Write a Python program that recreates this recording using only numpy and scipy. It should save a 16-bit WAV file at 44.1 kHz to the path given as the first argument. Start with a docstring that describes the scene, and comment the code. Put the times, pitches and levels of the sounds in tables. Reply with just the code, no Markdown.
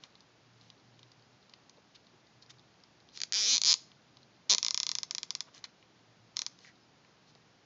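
"""Fingers tick and rub on plastic over a faint hum and hiss: filtered noise bursts and wavering sines.
A nylon zip tie then closes on a toy truck's wires in a quiet room: a few single teeth, three quick pulls,
then tooth by tooth, and after a pause four last teeth and a few more finger ticks. Each tooth is a short
impulse shaped by the strap's standing waves, followed by the decaying modes of the chassis.
Near echoes, scatter and a weak room tail surround the contacts; a steep low-pass ends the treble."""
import sys
import numpy as np
from scipy import signal
from scipy.fft import rfft, irfft
from scipy.io import wavfile

SR = 44100
rng = np.random.default_rng(int(sys.argv[2]) if len(sys.argv) > 2 else 0)


def store_pcm(level_fs):
    """Save levels as 16-bit WAV."""
    pcm = np.round(np.clip(level_fs, -1, 1) * 32767).astype(np.int16)
    wavfile.write(sys.argv[1], SR, np.atleast_2d(pcm).T)


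N = 337365  # samples
TOP_HZ = 8100  # upper limit of the microphone


def undb(db):
    """Decibel definition: amplitude ratio of a level."""
    return 10 ** (np.asarray(db) / 20)


def unit(x):
    """Normalisation: scale to rms 1."""
    return x / np.sqrt(np.mean(x ** 2))


def add(out, s, x):
    """Superposition: mix x into out from time s."""
    i = max(0, int(s * SR))
    out[i:i + len(x)] += x[:max(0, len(out) - i)]


def at(curve, when):
    """Linear interpolation: the columns of a curve at the given time."""
    s, *columns = np.transpose(curve)
    return [np.interp(when, s, c) for c in columns]


def bins(size):
    """Fourier analysis: frequencies of a real transform, kept above zero."""
    return np.maximum(np.fft.rfftfreq(size, 1 / SR), 1)


def colour(points, f):
    """Spectral envelope: dB at frequencies f, interpolated over log frequency."""
    hz, db = np.transpose(points)
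    return np.interp(np.log(f), np.log(hz), db)


def bell(f, hz, octaves):
    """Resonance curve: a smooth hump of height 1 round hz."""
    return 1 / (1 + (np.log2(f / hz) / octaves) ** 2)


def causal(db):
    """Minimum phase: the shortest causal impulse response with this dB spectrum."""
    cepstrum = irfft(np.log(undb(db)))
    half = len(cepstrum) // 2
    # fold the negative-time half onto the positive
    cepstrum[1:half] *= 2
    cepstrum[half + 1:] = 0
    return irfft(np.exp(rfft(cepstrum)))


def band(x, hz, octaves):
    """Resonance: pass x through a broad, minimum-phase peak."""
    response_db = 20 * np.log10(bell(bins(512), hz, octaves))
    return signal.fftconvolve(x, causal(response_db))[:len(x)]


def fade(t, t60):
    """Exponential decay: the level falls by 60 dB in t60 seconds."""
    return undb(-60 * t / t60)


def drift(per_second):
    """Low-pass noise: slow chance of spread 1, holding only rates below per_second."""
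    spectrum = rfft(rng.standard_normal(N))
    return unit(irfft(spectrum * (bins(N) < per_second), N))


def hum(hz, waver=.35, sway=0.0196):
    """Amplitude and frequency modulation: a low tone, unsteady in level and pitch."""
    phase = 2 * np.pi * np.cumsum(hz * (1 + sway * drift(4))) / SR
    return unit(np.sin(phase) * (1 + waver * drift(9.9)))


# spectrum of the room noise, relative: pitch_hz [Hz], level_db [dB]
ROOM_SPECTRUM = [(18, -93), (30, -56), (43, -22.5), (70, -16), (117, -7.5), (148, -4), (195, -6.5),
                 (298, -8), (414, -11), (535, -12.5), (743, -12.5), (2290, -19), (4950, -20), (6880, -26),
                 (8100, -65.5), (10500, -81.5), (17800, -120)]
# swells of the hum: start_s [s], length_s [s], pitch_hz [Hz], level_db [dB rms of the tone before its edges]
HUM_SWELLS = [(0.39, 1.06, 121, -70), (2.312, 0.37, 124, -69.5), (3.596, .7, 130, -72),
              (6.036, 0.37, 112, -67)]
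ROOM_DB = -64.5  # rms
HUM_HZ, HUM_DB = 119, -78.5


def background(swell_edge_s=.06):
    """Shaped stationary noise: even room noise and hiss, with a low hum that wavers and swells."""
    t = np.arange(N) / SR
    white = rfft(rng.standard_normal(N))
    hiss = unit(irfft(white * undb(colour(ROOM_SPECTRUM, bins(N))), N))
    out = undb(ROOM_DB) * hiss + undb(HUM_DB) * hum(HUM_HZ)
    for s, length, hz, db in HUM_SWELLS:
        edges = np.clip(np.minimum(t - s, s + length - t) / swell_edge_s, 0, 1)
        out += undb(db) * edges * hum(hz)
    return out


QUIETER_S = 5.9  # stray creaks are weaker from here


def fidget(per_second=18, db=-53, spread_db=5.5, hz=4200, octaves=0.3, t60=0.011, quieter_db=-5):
    """Random shot process: faint stray creaks of wires and strap, weaker in the last part."""
    t = np.arange(SR // 20) / SR
    slips = (rng.random(N) < per_second / SR) * undb(db + spread_db * rng.standard_normal(N))
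    slips *= undb(quieter_db * (np.arange(N) / SR > QUIETER_S))
    cracks = signal.fftconvolve(slips, fade(t, t60))[:N] * rng.standard_normal(N)
    return band(cracks, hz, octaves)


# short rubs of fingers, strap and wires:
# start_s [s], length_s [s, cut at 0.25], level_db [dB rms], pitch_hz [Hz, centre], width_octaves [octaves]
RUBBINGS = [(.005, 0.076, -64, 1500, 2.1), (0.515, .3, -72.5, 3900, 1), (1.767, 0.028, -65.5, 585, 0.55),
            (1.94, 0.033, -59, 3770, 0.48), (2.13, 0.022, -66.5, 320, 0.23),
            (2.412, 0.032, -60.5, 4540, 0.3), (2.489, 0.035, -54.5, 3850, 1.6),
            (3.11, 0.12, -56, 4660, 0.67), (5.46, 0.042, -64, 920, 0.94), (5.52, 0.093, -58, 3520, 2.7),
            (5.636, 0.026, -52, 2440, 1.1), (6.559, 0.18, -65, 4480, 0.71),
            (6.625, 0.11, -64.5, 1910, 0.21), (6.78, .09, -75.5, 5160, 0.038),
            (7.257, 0.07, -69.5, 4500, 0.55), (7.348, 0.013, -61.5, 320, 1.2)]
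# creaks of the taut strap just before the first tooth of a fresh grip gives way: start_s [s], level_db [dB rms]
STRAP_CREAKS = [(4.492, -44.5), (6.359, -53)]
CREAK_S, CREAK_HZ, CREAK_OCTAVES = .008, 4680, 0.93


def rubs(grain_db=4):
    """Stick-slip friction: skin and nylon slide in short swells of uneven micro-slips."""
    out = np.zeros(N)
    creaks = [(s, CREAK_S, db, CREAK_HZ, CREAK_OCTAVES) for s, db in STRAP_CREAKS]
    for s, length, db, hz, octaves in [*RUBBINGS, *creaks]:
        noise, grain = rng.standard_normal((2, SR // 4))[:, :int(length * SR)]
        # each grain holds its level for 32 samples
        slips = noise * undb(grain_db * np.repeat(grain, 32)[:len(noise)])
        swell = slips * np.hanning(len(noise))
        add(out, s, undb(db) * unit(band(swell, hz, octaves)))
    return out


# modes of the chassis, levels relative: pitch_hz [Hz], level_db [dB], t60_s [s]
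CHASSIS_MODES = [(939, 9.5, 0.016), (1078, 15.5, 0.0087), (1260, -2.5, 0.031), (1710, -17.5, 0.036),
                 (2060, -0.5, 0.052), (2490, -19, 0.011), (2888, 7, 0.012), (3896, 5, 0.029)]


def chassis_ring():
    """Modal superposition: answer to one knock, peak 1; neighbouring modes swing in opposite directions."""
    t = np.arange(2048) / SR
    ring = np.zeros(len(t))
    for k, (hz, db, t60) in enumerate(CHASSIS_MODES):
        ring += (-1) ** k * undb(db) * fade(t, t60) * np.sin(2 * np.pi * hz * t)
    # its small parts radiate little bass
    ring = signal.sosfilt(signal.butter(3, 750, "high", fs=SR, output="sos"), ring)
    return ring / np.abs(ring).max()


# fingernails and strap tip on plastic: start_s [s], level_db [dB peak of the crack], pitch_hz [Hz, centre]
TICK_CONTACTS = [(0.0368, -35.5, 4140), (0.1535, -45.5, 3950), (0.2054, -45.5, 4680), (0.612, -47.5, 4240),
                 (0.7013, -39.5, 3800), (0.9921, -45, 4100), (1.0301, -42, 3620), (1.1169, -48.5, 4570),
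                 (1.4955, -46, 4810), (1.5364, -38.5, 3760), (1.695, -42, 4970), (2.0682, -48.5, 3880),
                 (2.5032, -40.5, 4240), (2.594, -47.5, 3860), (2.8365, -43.5, 4360), (3.0884, -46.5, 3840),
                 (3.9165, -45, 3650), (4.1699, -41, 4070), (4.2303, -47.5, 4060), (5.5468, -41, 4740),
                 (5.5782, -42, 3940), (5.6406, -28.5, 4180), (5.8264, -47.5, 2600), (6.4304, -42, 5110),
                 (6.5884, -44.5, 4300), (6.6473, -43.5, 2170), (7.0472, -50.5, 2470), (7.3507, -49, 3910)]


def ticks(octaves=0.35, t60=0.012, knock_db=-12):
    """Impact excitation: a tiny crack that soon dies, with a soft knock of the chassis under it."""
    out, t, chassis = np.zeros(N), np.arange(SR // 10) / SR, chassis_ring()
    for s, db, hz in TICK_CONTACTS:
        crack = band(rng.standard_normal(len(t)) * fade(t, t60), hz, octaves)
        add(out, s, undb(db) * crack / np.abs(crack).max())
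        add(out, s, undb(db + knock_db) * chassis)
    return out


# the loop closes on the wires after this many teeth; tension then builds over a few more
SNUG_TEETH, TIGHTEN_TEETH = 84, 11


def by_loop(drawn, wide_open, snug, tight):
    """Progressive loading: moves steadily from open to snug as teeth are drawn, then settles to tight."""
    closed = min(drawn / SNUG_TEETH, 1)
    tension = 1 - np.exp(-max(drawn - SNUG_TEETH, 0) / TIGHTEN_TEETH)
    return wide_open + closed * (snug - wide_open) + tension * (tight - snug)


# the loose end flexes like a cantilever, lower as more of it comes through the head
STUB_HZ, STUB_TEETH, FLEX_DB, GRAB_TEETH = 1840, 34, -36.5, 58


def loose_end(t, drawn, t60=0.022):
    """Cantilever law: pitch falls as the inverse square of length, until the fingers grab the end and damp it."""
    hz = STUB_HZ / (1 + drawn / STUB_TEETH) ** 2
    undamped = 1 / (1 + (drawn / GRAB_TEETH) ** 10)
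    return undb(FLEX_DB) * undamped * fade(t, t60) * np.sin(2 * np.pi * hz * t)


# moving notch of the strap, climbing as the loop shrinks and sinking under tension:
# start_s [s], pitch_hz [Hz]
STRAP_NOTCH = [(3.23, 3380), (3.36, 4100), (3.46, 4480), (3.51, 5100), (3.56, 5270), (3.73, 5850),
               (4.5, 5150), (4.63, 4370), (5.35, 4310), (6.37, 4600)]
RING_SPACING_HZ, LOWER_NOTCH_HZ = 2150, 2830  # between standing waves; a notch that stays put
OPEN_RIPPLE_DB, RIPPLE_OCTAVES = 5.5, .4
# the standing waves weaken as the loop closes, then return slightly under tension
SNUG_RIPPLE_DB, TIGHT_RIPPLE_DB = 1, 2
BUILD_TEETH = 9


def strap(f, when, drawn, lift_db=5.5, best_hz=5650, best_octaves=0.47,
          notch_db=7, lower_db=8, notch_octaves=0.023):
    """Standing waves: evenly spaced dB ripples slide with the notch, strongest where the strap radiates best."""
    notch_hz, = at(STRAP_NOTCH, when)
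    # the standing waves need a few teeth of strap through the head before they build up
    built = 1 - np.exp(-drawn / BUILD_TEETH)
    ripple_db = built * by_loop(drawn, OPEN_RIPPLE_DB, SNUG_RIPPLE_DB, TIGHT_RIPPLE_DB)
    waves = -np.cos(2 * np.pi * (f - notch_hz) / RING_SPACING_HZ)
    ripple = ripple_db * waves * bell(f, best_hz, RIPPLE_OCTAVES)
    lift = built * lift_db * bell(f, best_hz, best_octaves)
    notches = notch_db * bell(f, notch_hz, notch_octaves)
    notches += lower_db * bell(f, LOWER_NOTCH_HZ, notch_octaves)
    return ripple + lift - notches


def wander(times, memory_s=.012, count=24):
    """Autoregressive chance of spread 1: alike when times are close, unrelated when far apart."""
    values = rng.standard_normal((len(times), count))
    for k, kept in enumerate(np.exp(-np.diff(times) / memory_s)):
        values[k + 1] = kept * values[k] + np.sqrt(1 - kept ** 2) * values[k + 1]
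    return values


# quick pulls, one list each: start_s [s], rate [teeth per second], level_db [dB of the snap]
QUICK_PULLS = [
    [(3.3235, 78, -14), (3.35, 195, -15), (3.385, 237, -16), (3.42, 210, -15.5), (3.465, 216, -15),
     (3.505, 301, -13), (3.545, 241, -12), (3.58, 57, -11)],
    [(3.6166, 50, -10.5), (3.635, 53, -11), (3.66, 176, -11), (3.69, 288, -10), (3.715, 198, -8.5),
     (3.74, 54, -7.5)],
    [(4.4975, 222, -7.5), (4.518, 197, -7.5), (4.5475, 54, -8.5)],
]
# single teeth: start_s [s, onset], level_db [dB of the snap before SINGLE_DB]
SINGLE_TEETH = [(3.1734, -26), (3.2022, -24), (3.2155, -16.5), (3.2341, -14.5), (4.5815, -10),
                (4.6279, -11.5), (4.6469, -11), (4.6634, -12), (4.6823, -12), (4.707, -11.5),
                (4.7438, -11.5), (4.775, -11), (4.8003, -11), (4.8307, -12.5), (4.8658, -13.5),
                (4.8907, -12.5), (4.9149, -13.5), (4.9516, -13.5), (4.9846, -15.5), (5.0312, -15),
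                (5.1087, -15.5), (5.1484, -16), (5.1813, -16.5), (5.2305, -17.5), (5.305, -15.5),
                (5.3505, -16), (5.4052, -16), (6.3676, -13.5), (6.3906, -15), (6.4173, -16.5),
                (6.4635, -16.5)]
SNAP_LAG_S, SINGLE_DB = 0.00084, -0.4  # constant delay from listed onset to snap, and level trim


def teeth():
    """Ratchet kinematics: (s, dB) of one snap per tooth pitch of strap drawn through the head, in order."""
    rows = [(s + SNAP_LAG_S, db + SINGLE_DB) for s, db in SINGLE_TEETH]
    for pull in QUICK_PULLS:
        t = np.arange(pull[0][0], pull[-1][0], 1 / SR)
        travel = np.cumsum(at(pull, t)[0]) / SR  # in teeth
        times = np.interp(np.arange(round(travel[-1]) + 1), travel, t)
        # the strap sticks and slips, so each tooth comes a little early or late
        times += .00013 * rng.standard_normal(len(times))
        rows += zip(times, at(pull, times)[1])
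    return sorted(rows)


# basic spectrum of a snap, relative: pitch_hz [Hz], level_db [dB]
SNAP_SPECTRUM = [(59, -37), (100, -23), (270, -23.5), (324, -19), (420, -17), (860, -17.5), (996, -15.5),
                 (1360, -16), (1930, -9), (2450, -5), (2790, -7.5), (3410, -0.5), (4840, 2), (6860, -4),
                 (8100, -40.5), (10500, -83), (17800, -120)]
# the tighter the loop, the more of each snap reaches the chassis
OPEN_CHASSIS_DB, SNUG_CHASSIS_DB, TIGHT_CHASSIS_DB = -41.5, -25.5, -23
OPEN_BODY_DB, SNUG_BODY_DB, TIGHT_BODY_DB = 1.5, -12, -1
# one hard tug jolts the whole truck: TUG_DB is added to the usual THUD_DB of the bass
TUG_S, TUG_LENGTH_S, TUG_DB, THUD_DB = 4.535, 0.03, 13.5, -5.5


def ratchet(body_hz=1600, body_octaves=0.49, thud_hz=850, bend_s=.0024,
            chassis_lag_s=0.00155, hand_s=0.001278, vary_db=2.1):
    """Impulse excitation: the pawl drops off each tooth, the strap colours the snap, the chassis answers."""
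    out, f, chassis = np.zeros(N), bins(2048), chassis_ring()
    t = np.arange(len(chassis)) / SR
    # bending waves are slower at low pitch, so the snap sweeps downward
    lag = bend_s * np.clip(np.sqrt(2000 / f) - .65, 0, 2)
    dispersion = np.exp(-2j * np.pi * np.cumsum(lag) * (f[2] - f[1]))
    fade_out = np.cos(np.pi / 2 * t / t[-1]) ** 2
    snaps = teeth()
    chances = wander([s for s, _ in snaps])
    for drawn, ((when, db), (reach, *chance)) in enumerate(zip(snaps, chances)):
        body_db = by_loop(drawn, OPEN_BODY_DB, SNUG_BODY_DB, TIGHT_BODY_DB)
        chassis_db = by_loop(drawn, OPEN_CHASSIS_DB, SNUG_CHASSIS_DB, TIGHT_CHASSIS_DB)
        thud_db = THUD_DB + TUG_DB * np.exp(-((when - TUG_S) / TUG_LENGTH_S) ** 2)
        shape = colour(SNAP_SPECTRUM, f) + strap(f, when, drawn)
        # the hollow plastic sets the middle
        shape += body_db * bell(f, body_hz, body_octaves)
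        # the hard tug lifts the bass
        shape += thud_db / (1 + (f / thud_hz) ** 4)
        # no two teeth are quite alike
        shape += vary_db * np.interp(f, np.linspace(0, TOP_HZ, len(chance)), chance)
        # the moving hand throws each snap back a little sooner or later
        hand_delay_s = hand_s * (1 + .12 * reach)
        hand = 1 + undb(-13) * np.exp(-2j * np.pi * f * hand_delay_s)
        snap = irfft(rfft(causal(shape)) * dispersion * hand) * fade_out
        add(out, when, undb(db) * snap / np.abs(snap).max())
        add(out, when + chassis_lag_s, undb(db + chassis_db) * chassis)
        add(out, when, undb(db) * loose_end(t, drawn))
    return signal.sosfilt(signal.butter(2, 130, "high", fs=SR, output="sos"), out)


# echoes off the truck and the bench: delay_s [s], level_db [dB against direct], sign [+1 or -1]
NEAR_ECHOES = [(.00068, -44.5, -1), (.0017, -18, 1), (.0046, -28, 1)]


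def space(x, scatter_db=-13.5, scatter_t60=0.048, walls_db=-24, walls_s=0.017,
          room_db=-22, room_t60=0.35, room_hz=4800, room_octaves=4.7):
    """Convolution: direct sound, near echoes, scatter among the truck's parts, soft walls and a weak tail."""
    t = np.arange(SR // 2) / SR
    scatter = unit(rng.standard_normal(len(t)) * fade(t, scatter_t60) * (t > .001))
    walls = unit(rng.standard_normal(len(t)) * np.exp(-(3 * (t / walls_s - 1)) ** 2))
    tail = band(rng.standard_normal(len(t)), room_hz, room_octaves)
    tail = unit(tail * fade(t, room_t60) * (t > .008))
    response = undb(scatter_db) * scatter + undb(walls_db) * walls + undb(room_db) * tail
    response /= np.sqrt(len(t))  # the levels are total energies against the direct sound
    response[0] += 1
    for s, db, sign in NEAR_ECHOES:
        add(response, s, np.array([sign * undb(db)]))
    return signal.fftconvolve(x, response)[:N]


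def scene():
    """Superposition: the tie and the fingers in their space, heard from just above the bench, over the room."""
    # a low-pass takes the highest treble off the finger sounds
    treble_cut = signal.butter(16, 6800, fs=SR, output="sos")
    fingers = signal.sosfilt(treble_cut, ticks() + rubs() + fidget())
    return (space(ratchet() + fingers) + background())[None]


def record(dry):
    """Band limitation: a narrow-band microphone cuts the top with a steep elliptic low-pass."""
    return signal.sosfilt(signal.ellip(10, .2, 70, TOP_HZ, fs=SR, output="sos"), dry)


dry = scene()
out = record(dry)
store_pcm(out)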